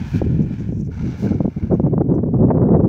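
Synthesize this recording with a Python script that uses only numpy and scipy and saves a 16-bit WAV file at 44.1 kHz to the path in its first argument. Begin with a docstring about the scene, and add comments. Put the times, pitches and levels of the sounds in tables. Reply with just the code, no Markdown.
"""A cast net swishes out over a pond, with fine spray: coloured patter of tiny impacts under level curves.
From about 0.9 s its rim weights plip in as ringing bubbles and the mesh lands in a soft wash, which then dulls.
Faint dry rustles come and go: short swells of brighter patter.
Wind rumbles on the microphone throughout, in buffets and single thumps, stronger and brighter towards the end:
an eddy pattern read faster or slower, rounded and coloured by the port. Quiet open air lies beneath."""
import sys
import numpy as np
from scipy import signal
from scipy.fft import rfft, irfft, next_fast_len
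from scipy.io import wavfile
from scipy.ndimage import uniform_filter1d, map_coordinates

SR = 44100
rng = np.random.default_rng(int(sys.argv[2]) if len(sys.argv) > 2 else 0)


def wav_out(sig):
    """Save sig, one row per channel (or a flat mono array), as 16-bit PCM at SR to the path in sys.argv[1]."""
    wavfile.write(sys.argv[1], SR, np.round(np.clip(np.atleast_2d(sig).T, -1, 1) * 32767).astype(np.int16))


N = 127008

# net in the air: t/s, level/dB
SWISH_LEVEL = [(0, -42), (.1, -45.5), (.175, -40.5), (.205, -46), (.3, -50), (.45, -53), (.54, -49),
               (.65, -51), (.73, -60.5), (.88, -67.5), (1, -92)]
# spectrum of the swish: f/Hz, gain/dB
SWISH_COLOUR = [(500, -5.5), (900, 1.5), (1200, -9), (1450, 1), (1700, 0.5), (2000, -8), (2400, 0.5),
                (2750, -9), (3050, -8), (3600, -13.5), (5200, -16.5), (6100, -17), (7500, -25),
                (9000, -37.5), (15000, -39)]
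# net on the water: t/s, level/dB
WASH_LEVEL = [(.89, -71), (.92, -52), (1.02, -46), (1.17, -46), (1.26, -43.5), (1.33, -47.5), (1.39, -52.5),
              (1.5, -55), (1.62, -50.5), (1.78, -57), (1.95, -68.5), (2.3, -83)]
# spectrum of the wash: f/Hz, gain/dB
WASH_COLOUR = [(500, -1), (900, 2.5), (1170, -8), (1400, 1), (1700, -2.5), (1920, -11.5), (2100, -0.5),
               (2330, 0), (2520, -10.5), (2800, -7), (3200, -14.5), (3700, -12), (5300, -14.5),
               (6000, -10.5), (7000, -22.5), (8000, -25.5), (9200, -42), (12000, -37), (14000, -36.5),
               (16000, -39)]
# rim weights plip into the water: t/s, level/dB, starting bubble f/Hz
PLIPS = [(.915, -40.5, 1392), (.953, -39, 1490), (0.999, -37.5, 1340), (1.055, -38, 2130),
         (1.222, -38.5, 1450), (1.271, -31.5, 1501), (1.329, -35, 1360)]
# fine spray, off the thrown net and as the mesh lands: middle t/s, half-length/s, level/dB
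SPRAY = [(.09, 0.075, -55.5), (.166, 0.046, -53), (1.226, .07, -53.5)]
# spectrum of the spray: f/Hz, gain/dB
SPRAY_COLOUR = [(2500, -16), (4000, 3), (6200, 1), (8800, -14.5), (10300, -10.5), (11700, -19), (13600, -7),
                (16000, -15.5)]
# faint dry rustles: middle t/s, half-length/s, level/dB
RUSTLES = [(.43, 0.021, -62), (.603, .028, -61.5), (.76, 0.12, -65.5), (.808, 0.018, -59.5),
           (.862, 0.025, -63), (1.348, .012, -62.5), (1.745, 0.024, -64), (2.152, 0.013, -64.5)]
# spectrum of the rustles: f/Hz, gain/dB
RUSTLE_COLOUR = [(3000, -26.5), (5000, -10.5), (5700, 3), (7200, -4.5), (8600, -21.5), (12000, -30)]
# wind ahead of the port: t/s, level/dB, top of the rumble f/Hz
WIND = [(0, -20.5, 169), (.09, -26, 164.8), (.16, -14.5, 182.1), (.21, -25.5, 186), (.275, -14, 200.4),
        (.41, -17.5, 225.2), (.49, -21.5, 204.6), (.55, -26, 185.5), (.77, -21, 199.3), (.88, -24, 199.8),
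        (.96, -23, 174.8), (1.05, -16.5, 200.9), (1.17, -28.5, 214.6), (1.26, -25, 269.8),
        (1.47, -25, 225.1), (1.54, -39.5, 164.6), (1.66, -26.5, 204.8), (1.88, -20.5, 270.3),
        (2.12, -19, 305.4), (2.29, -19.5, 291.1), (2.44, -14, 326.1), (2.55, -18, 374.3),
        (2.74, -13.5, 369), (2.88, -16, 379.7)]
# buffets, short bursts of turbulence: middle t/s, half-length/s, level/dB, top of the rumble f/Hz
BUFFETS = [(0.407, 0.024, -16, 289.6), (0.606, .012, -24, 501), (1.227, 0.0075, -20.5, 388.9),
           (1.253, 0.036, -16.5, 320.4), (1.317, 0.018, -13, 360), (1.352, 0.018, -15, 311.2),
           (1.454, 0.011, -11.5, 382.1), (1.576, 0.017, -17, 259.5), (1.638, 0.019, -14, 225.1),
           (1.731, .038, -11, 440.4), (1.845, 0.018, -12, 369), (1.868, 0.016, -14.5, 494.7),
           (1.935, 0.015, -12.5, 429), (2.013, .014, -10.5, 475.7), (2.097, 0.013, -13.5, 422.2),
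           (2.119, 0.015, -12, 428.2), (2.142, 0.011, -16.5, 500.6), (2.185, 0.015, -16, 513.2),
           (2.237, 0.0084, -14, 480.2), (2.344, 0.013, -13, 429.2), (2.416, .024, -10.5, 347.8),
           (2.446, 0.017, -9, 399.6), (2.489, .008, -11.5, 503), (2.511, .014, -11, 700.1),
           (2.551, .012, -14, 538), (2.578, .012, -14, 615.5), (2.628, 0.023, -10.5, 468.4),
           (2.691, .008, -13.5, 571), (2.719, 0.015, -9.5, 404.3), (2.749, .016, -8, 518.3),
           (2.766, 0.009, -12, 512), (2.797, .01, -14, 464.2), (2.845, .018, -10, 424.9)]
# thumps, single eddies that hit the port: t/s, level/dB, sharpness f/Hz
THUMPS = [(0.2176, -2, 392), (0.691, -15, 239.1), (.725, -14.5, 268.8), (1.406, -4, 434), (1.48, -8, 329),
          (1.799, -2, 402), (1.98, -4, 556), (2.705, -9, 480)]
# turbulence whose rumble tops out at EDDY_TOP_HZ: f/Hz, gain/dB
EDDY_COLOUR = [(20, -4.5), (120, 0), (250, -1.5), (400, -5), (600, -13), (900, -23.5), (1400, -37.5),
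               (2200, -54.5), (4000, -86.5), (9000, -115)]
# how the microphone port passes wind pressure: f/Hz, gain/dB
PORT_RESPONSE = [(20, -28), (40, -10.5), (65, -4), (100, 0), (135, 3), (200, 2.5), (400, -0.5),
                 (1000, -4.5), (2000, -7), (3500, -14.5), (8000, -44)]
# spectrum of the open air: f/Hz, gain/dB
AIR_COLOUR = [(200, 0), (1000, -3.5), (2600, -10), (3300, -19), (6000, -19), (8000, -24), (15000, -22.5)]

DROPS_PER_S, DROP_SPREAD_DB, DROP_MAX_DB = 3500, 4, 16
SMOOTH_POWER_SHARE = 0.24  # hiss in the patter
MESH_LANDS_S, WASH_DULLS_DB_PER_S, WASH_DULL_HZ = 1.1, 8, 3040
SPLATTER_PER_S, SPLATTER_DB = 65, 1
PLIP_DECAY_S, PLIP_RISE_PER_S = .004, 7.8  # rise as a fraction of the starting pitch
EDDY_TOP_HZ = 400
FLUTTER_PER_S, FLUTTER_DB, FLUTTER_OCTAVES = 110, 2.5, .15
BUFFET_EDGE = 3.2  # steepness of rise and fall: 2 = bell, more = squarer
THUMP_WAKE_DB, WAKE_S, WAKE_TOP_HZ = -6.5, 0.0067, 260.7
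OVERLOAD_DB = -1  # the port rounds off pressure peaks near this level
AIR_DB = -66.5
RECORDER_TOP_HZ = 15700


def net():
    """Swish of the throw, then plips and an uneven wash whose highs fade as the water settles; spray."""
    swish = colour(patter(), SWISH_COLOUR) * undb(curve(SWISH_LEVEL))
    wash = colour(patter(), WASH_COLOUR) * undb(curve(WASH_LEVEL))
    lowpass = signal.butter(2, WASH_DULL_HZ, fs=SR, output="sos")
    low = signal.sosfiltfilt(lowpass, wash)
    high = wash - low
    settling_s = np.maximum(np.arange(N) / SR - MESH_LANDS_S, 0)
    # lows and highs splatter independently
    body = low * undb(SPLATTER_DB * walk(SPLATTER_PER_S))
    fizz_db = SPLATTER_DB * walk(SPLATTER_PER_S) - WASH_DULLS_DB_PER_S * settling_s
    fizz = high * undb(fizz_db)
    return swish + body + fizz + plips() + bursts(SPRAY, SPRAY_COLOUR)


def plips():
    """Small bubbles that ring briefly and rise in pitch."""
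    out = np.zeros(N)
    for at_s, db, hz in PLIPS:
        t = np.maximum(np.arange(N) / SR - at_s, 0)
        ring = np.exp(-t / PLIP_DECAY_S) - np.exp(-10 * t / PLIP_DECAY_S)
        cycles = hz * t * (1 + PLIP_RISE_PER_S * t / 2)
        out += undb(db) * ring * np.sin(2 * np.pi * cycles)
    return out


def patter():
    """Countless tiny impacts of uneven size and random sign over a smooth hiss."""
    size_db = np.minimum(DROP_SPREAD_DB * rng.exponential(size=N), DROP_MAX_DB)
    struck = rng.random(N) < DROPS_PER_S / SR
    hits = struck * rng.choice([-1, 1], N) * undb(size_db)
    hiss = rng.standard_normal(N)
    return np.sqrt(1 - SMOOTH_POWER_SHARE) * unit(hits) + np.sqrt(SMOOTH_POWER_SHARE) * hiss


def bursts(rows, points):
    """Short swells of patter in one colour."""
    level = sum(undb(db) * swell(middle_s, half_s) for middle_s, half_s, db in rows)
    return colour(patter(), points) * level


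def rustles():
    """Faint dry rustles: brief bursts of bright patter."""
    return bursts(RUSTLES, RUSTLE_COLOUR)


def wind():
    """Rumble and thumps, rounded and coloured by the microphone port."""
    limit = undb(OVERLOAD_DB)
    rounded = limit * np.tanh((rumble() + thumps()) / limit)
    return equalise(rounded, PORT_RESPONSE)


def rumble():
    """Fluttering wind; buffets add power and pull the rumble's top to their power-weighted mean."""
    flutter = 2 * np.tanh(walk(FLUTTER_PER_S) / 2)
    power = undb(curve(WIND) + FLUTTER_DB * flutter) ** 2
    weighted_hz = power * curve(WIND, axis=2) * 2 ** (FLUTTER_OCTAVES * flutter)
    for middle_s, half_s, db, hz in BUFFETS:
        burst_power = (undb(db) * swell(middle_s, half_s, BUFFET_EDGE)) ** 2
        power = power + burst_power
        weighted_hz = weighted_hz + burst_power * hz
    return np.sqrt(power) * turbulence(weighted_hz / power)


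def thumps():
    """Each eddy swings the pressure up and sharply down, and leaves a short ragged wake."""
    swings, wakes = np.zeros(N), np.zeros(N)
    for at_s, db, hz in THUMPS:
        turn = 2 * np.pi * hz * (np.arange(N) / SR - at_s)
        swings -= undb(db) * turn * np.exp(-turn ** 2 / 2)
        wakes += undb(db) * swell(at_s + WAKE_S * 2 / 3, WAKE_S)
    return swings + undb(THUMP_WAKE_DB) * wakes * turbulence(np.full(N, WAKE_TOP_HZ))


def turbulence(top_hz):
    """Eddy pattern swept past the port: the faster the air, the higher its rumble reaches."""
    pattern = colour(rng.standard_normal(2 * N), EDDY_COLOUR)
    # even out the running power
    span = int(SR * 4 / EDDY_TOP_HZ)
    power = uniform_filter1d(uniform_filter1d(pattern ** 2, span), span)
    pattern = pattern / np.sqrt(power)
    position = np.cumsum(top_hz / EDDY_TOP_HZ)
    return map_coordinates(pattern, [position], mode="mirror")


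def open_air():
    """Quiet steady noise in the colour of open air."""
    return undb(AIR_DB) * colour(rng.standard_normal(N), AIR_COLOUR)


def undb(db):
    """Decibels to gain."""
    return 10 ** (np.asarray(db) / 20)


def unit(x):
    """Scale to rms 1."""
    return x / np.sqrt(np.mean(x ** 2))


def curve(rows, axis=1):
    """One column of a table, joined by straight lines in time."""
    rows = np.array(rows, float)
    return np.interp(np.arange(N) / SR, rows[:, 0], rows[:, axis])


def swell(middle_s, half_s, edge=2):
    """Smooth rise and fall, down to exp(-2) at half_s from the middle for edge 2."""
    offset = (np.arange(N) / SR - middle_s) / half_s
    return np.exp(-np.abs(offset * np.sqrt(2)) ** edge)


def walk(rate_per_s):
    """Smooth random wander, rms 1: random steps under a moving average."""
    k = max(int(SR / rate_per_s), 2)
    steps = np.repeat(rng.standard_normal(N // k + 1), k)
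    return unit(uniform_filter1d(steps, k)[:N])


def colour(x, points):
    """Give a sound a spectrum, at rms 1."""
    return unit(equalise(x, points))


def equalise(x, points):
    """Filter by a gain curve of f/Hz, gain/dB points that falls away below the first."""
    hz, db = np.array(points, float).T
    size = next_fast_len(len(x) + SR // 10)
    f = np.maximum(np.arange(size // 2 + 1) * SR / size, 1)
    gain = undb(np.interp(np.log(f), np.log(hz), db))
    gain = gain * np.minimum(f / hz[0], 1) ** 2
    return irfft(rfft(x, size) * gain, size)[:len(x)]


def scene():
    """Net, rustles and wind over quiet open air, as one channel."""
    return (net() + rustles() + wind() + open_air())[None]


def record(dry):
    """The recorder cuts the top with a steep low-pass."""
    lowpass = signal.ellip(8, .2, 70, RECORDER_TOP_HZ, fs=SR, output="sos")
    return signal.sosfilt(lowpass, dry)


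dry = scene()
out = record(dry)
wav_out(out)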